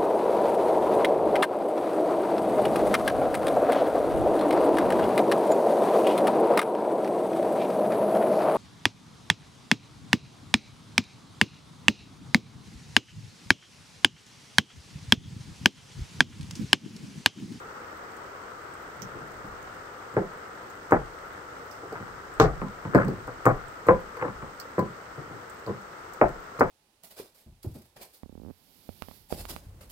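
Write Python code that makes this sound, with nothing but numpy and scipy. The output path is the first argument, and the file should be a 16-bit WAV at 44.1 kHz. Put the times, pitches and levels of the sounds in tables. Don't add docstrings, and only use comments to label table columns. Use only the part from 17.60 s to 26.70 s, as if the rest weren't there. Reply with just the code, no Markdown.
import sys
import numpy as np
from scipy import signal
from scipy.fft import rfft, irfft
from scipy.io import wavfile
from scipy.ndimage import uniform_filter1d, minimum_filter1d

SR = 44100
rng = np.random.default_rng(int(sys.argv[2]) if len(sys.argv) > 2 else 0)


def wav_out(sig):
    wavfile.write(sys.argv[1], SR, np.round(np.clip(np.atleast_2d(sig).T, -1, 1) * 32767).astype(np.int16))


def voltage_ratio(decibels):
    exponent = np.asarray(decibels, float) / 20
    return 10 ** exponent


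N = 401310

# f/Hz, level per Hz/dB
ROAR_COLOUR = [(70, -6), (250, -7), (460, -1), (700, -5.5), (1300, -3), (1900, -8.5), (3000, -21.5)]
HISS_COLOUR = [(2000, 1.5), (3000, 0.5), (5000, 3), (6500, -4.5), (8300, 5), (11000, -3.5), (12600, -3),
               (14000, -5.5), (15500, -3.5)]
# f/Hz, likeness (1 = same)
PORT_LIKENESS = [(60, 0.94), (250, 0.94), (450, 0.64), (650, 0.2), (1000, 0.), (16000, 0.0033)]
# f/Hz, Q, lift (below 0 a dip)
STAIR_HOLLOW = [(480, 15, 0.28), (1067, 4.5, -0.21), (1313, 7.8, 0.37), (1880, 5.0, 0.11)]
# t/s, level/dB
SHOWER_LEVEL = [
    (0, 0.8),
    (3.4, 0.3),
    (4.3, 0),
    (6.6, .5),
    (7.0, -.5),
    (9.1, -0.4),
]
# t/s, level/dB
WIND_GUSTS = [
    (1.59, -58),
    (1.9, -52),
    (2.15, -69),
    (3.7, -62),
    (4.54, -54.5),
    (5.0, -40),
    (5.5, -42),
    (5.75, -54.5),
    (6.05, -52),
    (6.8, -49),
]
# t/s, peak/dB, centre f/Hz
BIG_DROPS = [(0.5192, -49, 4310), (0.5661, -45, 8500), (1.016, -51, 8060), (1.1383, -46, 8550),
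             (1.6746, -51, 4580), (1.718, -47, 5420), (2.0268, -45, 6930), (2.1455, -47, 4750),
             (2.5391, -48, 8200), (2.7737, -47, 8800), (3.101, -43, 7500), (4.3256, -43, 4830),
             (4.7386, -47, 8140), (5.6715, -47, 4930), (6.0821, -45, 7650), (6.569, -44, 4650),
             (7.8979, -42.5, 8300), (8.691, -44, 4860)]
# t/s, peak/dB, centre f/Hz, t60/s, fine spray relative level/dB
SHOE_SQUIRTS = [(1.419, -28, 5700, 0.11, -25.5), (3.3094, -36, 7450, 0.19, 7),
                (4.1115, -41, 5300, 0.28, -19), (4.7992, -10.5, 5600, 0.14, 3),
                (4.8167, -19.5, 4070, 0.12, -51), (5.3472, -30.5, 4570, 0.14, -16.5),
                (5.4485, -42, 5770, 0.077, -2), (5.4814, -40, 4670, 0.13, -16),
                (5.855, -26.5, 7800, 0.14, 10), (6.2682, -34.5, 4220, 0.2, -9),
                (6.2844, -46, 3900, 0.096, -48), (6.999, -30, 4880, 0.099, -19),
                (7.1916, -34.5, 4530, 0.088, -16.5), (8.0632, -37.5, 4200, 0.12, -21),
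                (8.5357, -36, 7800, 0.098, 3), (8.6128, -41, 5560, 0.14, -15),
                (8.995, -29.5, 4800, 0.11, -14)]
# firmest contact t/s, rise/s, fall/s, level/dB, gritty edge relative level/dB
SOLE_SCUFFS = [
    (1.418, .05, 0.057, -41, -17),
    (1.6, 0.088, 0.36, -42.5, -3),
    (4.33, 0.092, 0.75, -43.5, 0),
    (5.34, 0.051, 0.043, -29.5, -5),
    (5.388, 0.03, 0.082, -28.5, 8),
    (5.486, 0.018, 0.086, -20.5, -42),
    (6.628, 0.066, 0.13, -47.5, 15),
    (7.59, 0.029, 0.11, -37, -10),
    (7.76, .2, 0.11, -40, -13),
    (8.68, 0.014, 0.059, -42.5, 4.5),
]
# f/Hz, width/Hz, level/dB
LOWER_TREAD_MODES = [(121, 35, 3.5), (198, 35.3, 4.5), (350, 70, 1.5), (521, 57, -0.5), (665, 164, -9),
                     (882, 44, 1.5), (1002, 16, 3.5), (1200, 330, -2), (1353, 470, -4.5), (2250, 2400, -12)]
UPPER_TREAD_MODES = [(128.4, 36.7, 8.5), (170.6, 48, 5), (296, 190, 3.5), (455, 66, -9.5), (637, 27, -41.5),
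                     (775, 143, -0.5), (950, 263, 3.5), (1280, 89, 6), (1323, 137, 2.5), (2290, 420, -14.5)]
# delay/s, level/dB
WALL_ECHOES = [(.0065, 1), (.012, -2.5), (.018, -5.5), (.024, -6.5), (.031, -15.5), (.039, -15.5),
               (.048, -15)]
# from f/Hz, to f/Hz, t60/s, level/dB, port difference/dB
WALL_RETURNS = [(0, 230, 0.32, 2, 4), (230, 800, 0.23, -1.5, -1), (800, 1700, 0.2, -5.5, -11),
                (1700, 9000, 0.025, -13, 23)]
# t/s, peak/dB, low ring f/Hz, high ring f/Hz, thud relative level/dB
HEELS_ON_LOWER = [
    (2.564, -10, 400, 655, -17),
    (5.345, -3.5, 280, 560, -15.5),
    (6.283, -2.5, 514, 1030, -20),
    (6.622, -17, 510, 840, -31.5),
    (7.178, -12.5, 393, 1010, -14),
    (8.611, -3, 612, 700, -24),
]
HEELS_ON_UPPER = [
    (3.319, -3.5, 492, 870, -17.5),
    (4.797, 5, 455, 1154, -15),
    (5.862, -1, 480, 1125, -15),
    (9.006, -6, 504, 860, -19),
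]
# t/s, peak/dB, low ring f/Hz, thud relative level/dB, edge relative level/dB
TAPS_ON_LOWER = [(1.418, -36, 460, 10, -9), (1.548, -34.5, 345, -11, -8), (1.84, -35, 310, -7, -23),
                 (4.398, -33.5, 463, -4, -13), (5.014, -22.5, 260, -8.5, -4), (5.249, -23.5, 340, -1, -2),
                 (5.387, -19, 610, -28, -16.5), (5.443, -21, 345, 11, 4), (5.481, -24, 237, -6, -42),
                 (6.567, -30.5, 437, -28, -4), (6.648, -23, 296, -18, -14), (6.679, -28.5, 527, -9, 0),
                 (6.822, -30.5, 396, -8, -1.5), (6.835, -39, 523, -25, -21), (7.188, -17.5, 415, -12, -8.5),
                 (8.071, -24, 434, -12, -22), (8.092, -23, 427, -12.5, -15)]
TAPS_ON_UPPER = [
    (4.23, -31.5, 380, -26, -30),
    (4.32, -24.5, 450, -28, -29),
    (4.354, -25.5, 504, -18, 2),
    (5.676, -26, 507, -15, -10),
    (7.574, -31.5, 365, -8, -18),
    (7.715, -40, 324, -22, -14),
]
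# t/s, peak/dB, edge relative level/dB
TIP_GRAZES = [
    (2.536, -31.5, -9),
    (3.306, -25, -2),
    (5.852, -15, -0.5),
    (6.264, -24, -7),
    (6.612, -26, 1),
    (8.062, -32, -11),
    (8.988, -23.5, -5),
]


def in_time(rows):
    s, *columns = np.transpose(rows)
    return [np.interp(np.arange(N) / SR, s, c) for c in columns]


def at_hz(points, hz):
    table = np.array(points)
    return np.interp(np.log(hz), np.log(table[:, 0]), table[:, 1])


def rms_one(x):
    return x / np.sqrt(np.mean(x ** 2) + 1e-20)


def band(x, low_hz, high_hz):
    edges = [low_hz, min(high_hz, .45 * SR)]
    return signal.sosfilt(signal.butter(2, edges, "band", fs=SR, output="sos"), x)


def drift(rate):
    r = np.exp(-80 * np.pi * rate / SR)
    chance = rng.standard_normal(N // 40 + 2002)
    slow = signal.lfilter([1], [1, -2 * r, r * r], chance)[2000:]
    return np.interp(np.arange(N) / 40, np.arange(len(slow)), rms_one(slow))


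def peak(s, db, rise_db_s, fall_db_s):
    t = np.arange(N) / SR - s
    return voltage_ratio(db + np.minimum(rise_db_s * t, -fall_db_s * t))


def add(out, sound, s):
    i = round(s * SR)
    out[:, i:i + sound.shape[1]] += sound[:, :N - i]


def patter(spectrum, low_hz, count, per_s, drop_db, spread_db, patchy_db):
    sizes = voltage_ratio(spread_db * np.minimum(rng.exponential(1, (2, 2, N)), 5))
    sizes = sizes * rng.choice([-1, 1], (2, 2, N))
    drops = rms_one(sizes * (rng.random(N) < per_s / SR))
    white = rng.standard_normal((2, 2, N)) + voltage_ratio(drop_db) * drops
    out = 0
    together = drift(5.7)
    for k in range(count):
        low = low_hz * 2 ** (k / 2)
        mid, side = band(white[k % 2], low, low * np.sqrt(2))
        alike = np.clip(at_hz(PORT_LIKENESS, low * 1.19), -1, 1)
        gain = voltage_ratio(at_hz(spectrum, low * 1.204) + patchy_db * (together + drift(3.9)))
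        out = out + gain * (np.sqrt(1 + alike) * mid + np.sqrt(1 - alike) * side * [[1], [-1]])
    return out / np.sqrt(np.mean(out[1] ** 2))


def rain():
    shower_db, = in_time(SHOWER_LEVEL)
    roar = patter(ROAR_COLOUR, 66.6, count=11, per_s=150, drop_db=-9.5, spread_db=3.0, patchy_db=0.43)
    for hz, q, lift in STAIR_HOLLOW:
        roar = roar + lift * signal.lfilter(*signal.iirpeak(hz, q, SR), roar)
    hiss = patter(HISS_COLOUR, 2100, count=6, per_s=25, drop_db=-17, spread_db=4.0, patchy_db=.12)
    return voltage_ratio(-44.5 + shower_db) * roar + voltage_ratio(-54.5 + .3 * shower_db) * hiss


def droplets():
    sizes = voltage_ratio(3.0 * np.minimum(rng.exponential(1, N), 3))
    hits = (rng.random(N) < 9.0 / SR) * sizes
    puffs = signal.lfilter([1], [1, -.994], hits) * rng.standard_normal((2, N))
    return voltage_ratio(-52.5) * band(puffs, 10500, 16000)


def rumble():
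    deep = rng.standard_normal((2, N)) + 1.3 * rng.standard_normal(N)
    calm_db, gust_db_s = -63.5, 102
    air = voltage_ratio(calm_db) + sum(peak(s, db, gust_db_s, gust_db_s) for s, db in WIND_GUSTS)
    lag_s, rise_db_s, fall_db_s = .04, 454, 130.5
    ground = 0
    for s, db, *_ in HEELS_ON_LOWER + HEELS_ON_UPPER:
        shudder_db = -29.5 + 1.5 * db
        ground = ground + peak(s + lag_s, shudder_db, rise_db_s, fall_db_s)
    wind = rms_one(band(band(deep, 25, 110), 13, 120))
    shudder = rms_one(band(band(deep, 17, 56), 6.7, 70))
    return air * wind + ground * shudder


def splashes():
    out = np.zeros((2, N))
    t = np.arange(round(.25 * SR)) / SR
    drop_t60_s, drop_spray_db = .08, -12
    bursts = SHOE_SQUIRTS + [(*drop, drop_t60_s, drop_spray_db) for drop in BIG_DROPS]
    noises = rng.standard_normal((len(bursts), 2, len(t)))
    for (s, db, hz, t60, spray_db), n in zip(bursts, noises):
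        fade = voltage_ratio(-60 * t / 0.005) + 0.097 * voltage_ratio(-60 * t / t60)
        burst = (n + n[0]) * (1 - np.exp(-t / 0.00093)) * fade
        pitched = band(band(burst, hz / 1.2, hz * 1.2), hz / 1.2, hz * 1.2)
        spray = voltage_ratio(spray_db + 12) * band(burst, 6000, 16000)
        slap_db = -11 + 2.5 * max(db + 26, 0)
        fizz = pitched + spray + voltage_ratio(slap_db) * band(burst, 1900, 6600)
        add(out, voltage_ratio(db + 10) * fizz / np.abs(fizz).max(), s)
    return out


def scuffs():
    sizes = voltage_ratio(3.0 * np.minimum(rng.exponential(1, (2, N)), 3))
    grit = sizes * rng.choice([-1, 1], (2, N)) * (rng.random(N) < 400 / SR)
    grit = grit + grit[0]
    body = rms_one(band(grit, 256, 450) + 1.8 * band(grit, 108, 170))
    edge = rms_one(band(band(grit, 1130, 1880), 690, 2300) + 0.014 * band(grit, 3300, 15000))
    swing_db = 18.5
    out = 0
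    for s, rise, fall, db, edge_db in SOLE_SCUFFS:
        gain = peak(s, db - 5.5, swing_db / rise, swing_db / fall)
        out = out + gain * (body + voltage_ratio(edge_db) * edge)
    return out


def resonance(f, hz, width):
    return 1j * f * width / (hz ** 2 - f ** 2 + 1j * f * width)


def knock(tread, low_hz, high_hz, thud_db, edge_db, noise):
    size = noise.shape[-1]
    t = np.arange(size) / SR
    f = np.arange(size // 2 + 1) * SR / size
    hz, width, db = np.transpose(tread)
    db = db + np.where(hz < 230, thud_db + 12.0, 0) + np.where(hz > 800, edge_db + 2.5, 0)
    signs = (-1) ** np.arange(len(hz))
    modes = (signs * voltage_ratio(db))[:, None] * resonance(f, hz[:, None], width[:, None])
    for ring_hz, share, lift in [(low_hz, .14, 2.2), (high_hz, .11, 1.1)]:
        modes = modes * (1 + lift * resonance(f, ring_hz, share * ring_hz))
    soft = 1j * f / (2650 * voltage_ratio(.15 * edge_db))
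    modes = modes / (1 + .95 * soft + soft ** 2) ** 5
    ragged = noise[:2] * voltage_ratio(2.5 * rms_one(uniform_filter1d(noise[2], size=130)))
    apart = 1j * f / (1j * f + 700)
    contact = round(.002 * SR)
    sound = 0
    for low, high, t60, return_db, side_db in WALL_RETURNS:
        train = voltage_ratio(-25) * ragged * voltage_ratio(-60 * t / t60) * (1 - np.exp(-(t / 0.007) ** 2))
        for k, (lag, echo_db) in enumerate(WALL_ECHOES):
            at = contact + int(lag * SR * (1 + .02 * noise[0, k]))
            dull_db = 51 * (1 / 0.3 - 1 / t60) * lag
            ports = np.array([(-1) ** k, 0.21 * noise[2, k]])
            train[:, at] += voltage_ratio(echo_db + noise[1, k] + dull_db) * ports
        train = voltage_ratio(return_db) * train
        train[0, contact] = 1
        in_range = (hz >= low) & (hz < high)
        mid, side = rfft(train) * modes[in_range].sum(axis=0)
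        sound = sound + mid + voltage_ratio(side_db) * side * apart * [[1], [-1]]
    push_hz, push_q, push_db = 560, 1.18, -5.5
    push = -(push_hz * 1j * f / (push_hz ** 2 - f ** 2 + 1j * f * push_hz / push_q)) ** 2
    push = push / (1 + 1.25 * soft + soft ** 2) ** 5
    sound = irfft(sound + voltage_ratio(push_db) * push * np.exp(-2j * np.pi * f * contact / SR))
    return sound / np.abs(sound.mean(axis=0)).max()


def knocks():
    blows = []
    for tread, heels, taps, tap_high_hz in [
            (LOWER_TREAD_MODES, HEELS_ON_LOWER, TAPS_ON_LOWER, 1055),
            (UPPER_TREAD_MODES, HEELS_ON_UPPER, TAPS_ON_UPPER, 1380)]:
        for s, db, low, high, thud in heels:
            edge = -20 - 0.58 * thud
            blows.append((s, db, tread, low, high, thud, edge))
        for s, db, low, thud, edge in taps:
            blows.append((s, db, tread, low, tap_high_hz, thud, edge))
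    for s, db, edge in TIP_GRAZES:
        blows.append((s, db, LOWER_TREAD_MODES, 438, 1150, -10, edge))
    out = np.zeros((2, N))
    noises = rng.standard_normal((len(blows), 3, 2 ** 14))
    for (s, db, *timbre), noise in zip(blows, noises):
        add(out, voltage_ratio(db) * knock(*timbre, noise), s)
    return out


def scene():
    return rain() + droplets() + rumble() + splashes() + scuffs() + knocks()


def wet_port(sound):
    w, q = 2 * np.pi * 1388, 1.84
    sound = signal.lfilter(*signal.bilinear([w * w], [1, w / q, w * w], SR), sound)
    sound = signal.sosfilt(signal.butter(2, 5540, fs=SR, output="sos"), sound)
    return sound + voltage_ratio(-115.0) * rng.standard_normal(N)


def open_port(sound):
    sound = np.roll(sound, 2)
    notch = signal.iirnotch(10160, 2.18, SR)
    for _ in range(2):
        sound = 0.26 * sound + 0.75 * signal.lfilter(*notch, sound)
    return sound + 2.14 * signal.lfilter(*signal.iirpeak(8550, 6.0, SR), sound)


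def limiter(x):
    limit, release_db_s = 0.84, 176
    fall = release_db_s * np.arange(N) / SR
    over = np.maximum(20 * np.log10(np.abs(x).max(axis=0) / limit + 1e-9), 0)
    held = np.maximum.accumulate(over + fall) - fall
    ahead = -minimum_filter1d(-held, size=65)
    return x * voltage_ratio(-uniform_filter1d(ahead, size=33))


def low_pass(x):
    return signal.sosfilt(signal.butter(12, 16970, fs=SR, output="sos"), x)


def record(dry):
    ports = [wet_port(dry[0]), open_port(dry[1])]
    x = signal.sosfilt(signal.ellip(12, .5, 30, 15760, fs=SR, output="sos"), ports)
    return low_pass(limiter(x))


dry = scene()
out = record(dry)
wav_out(out)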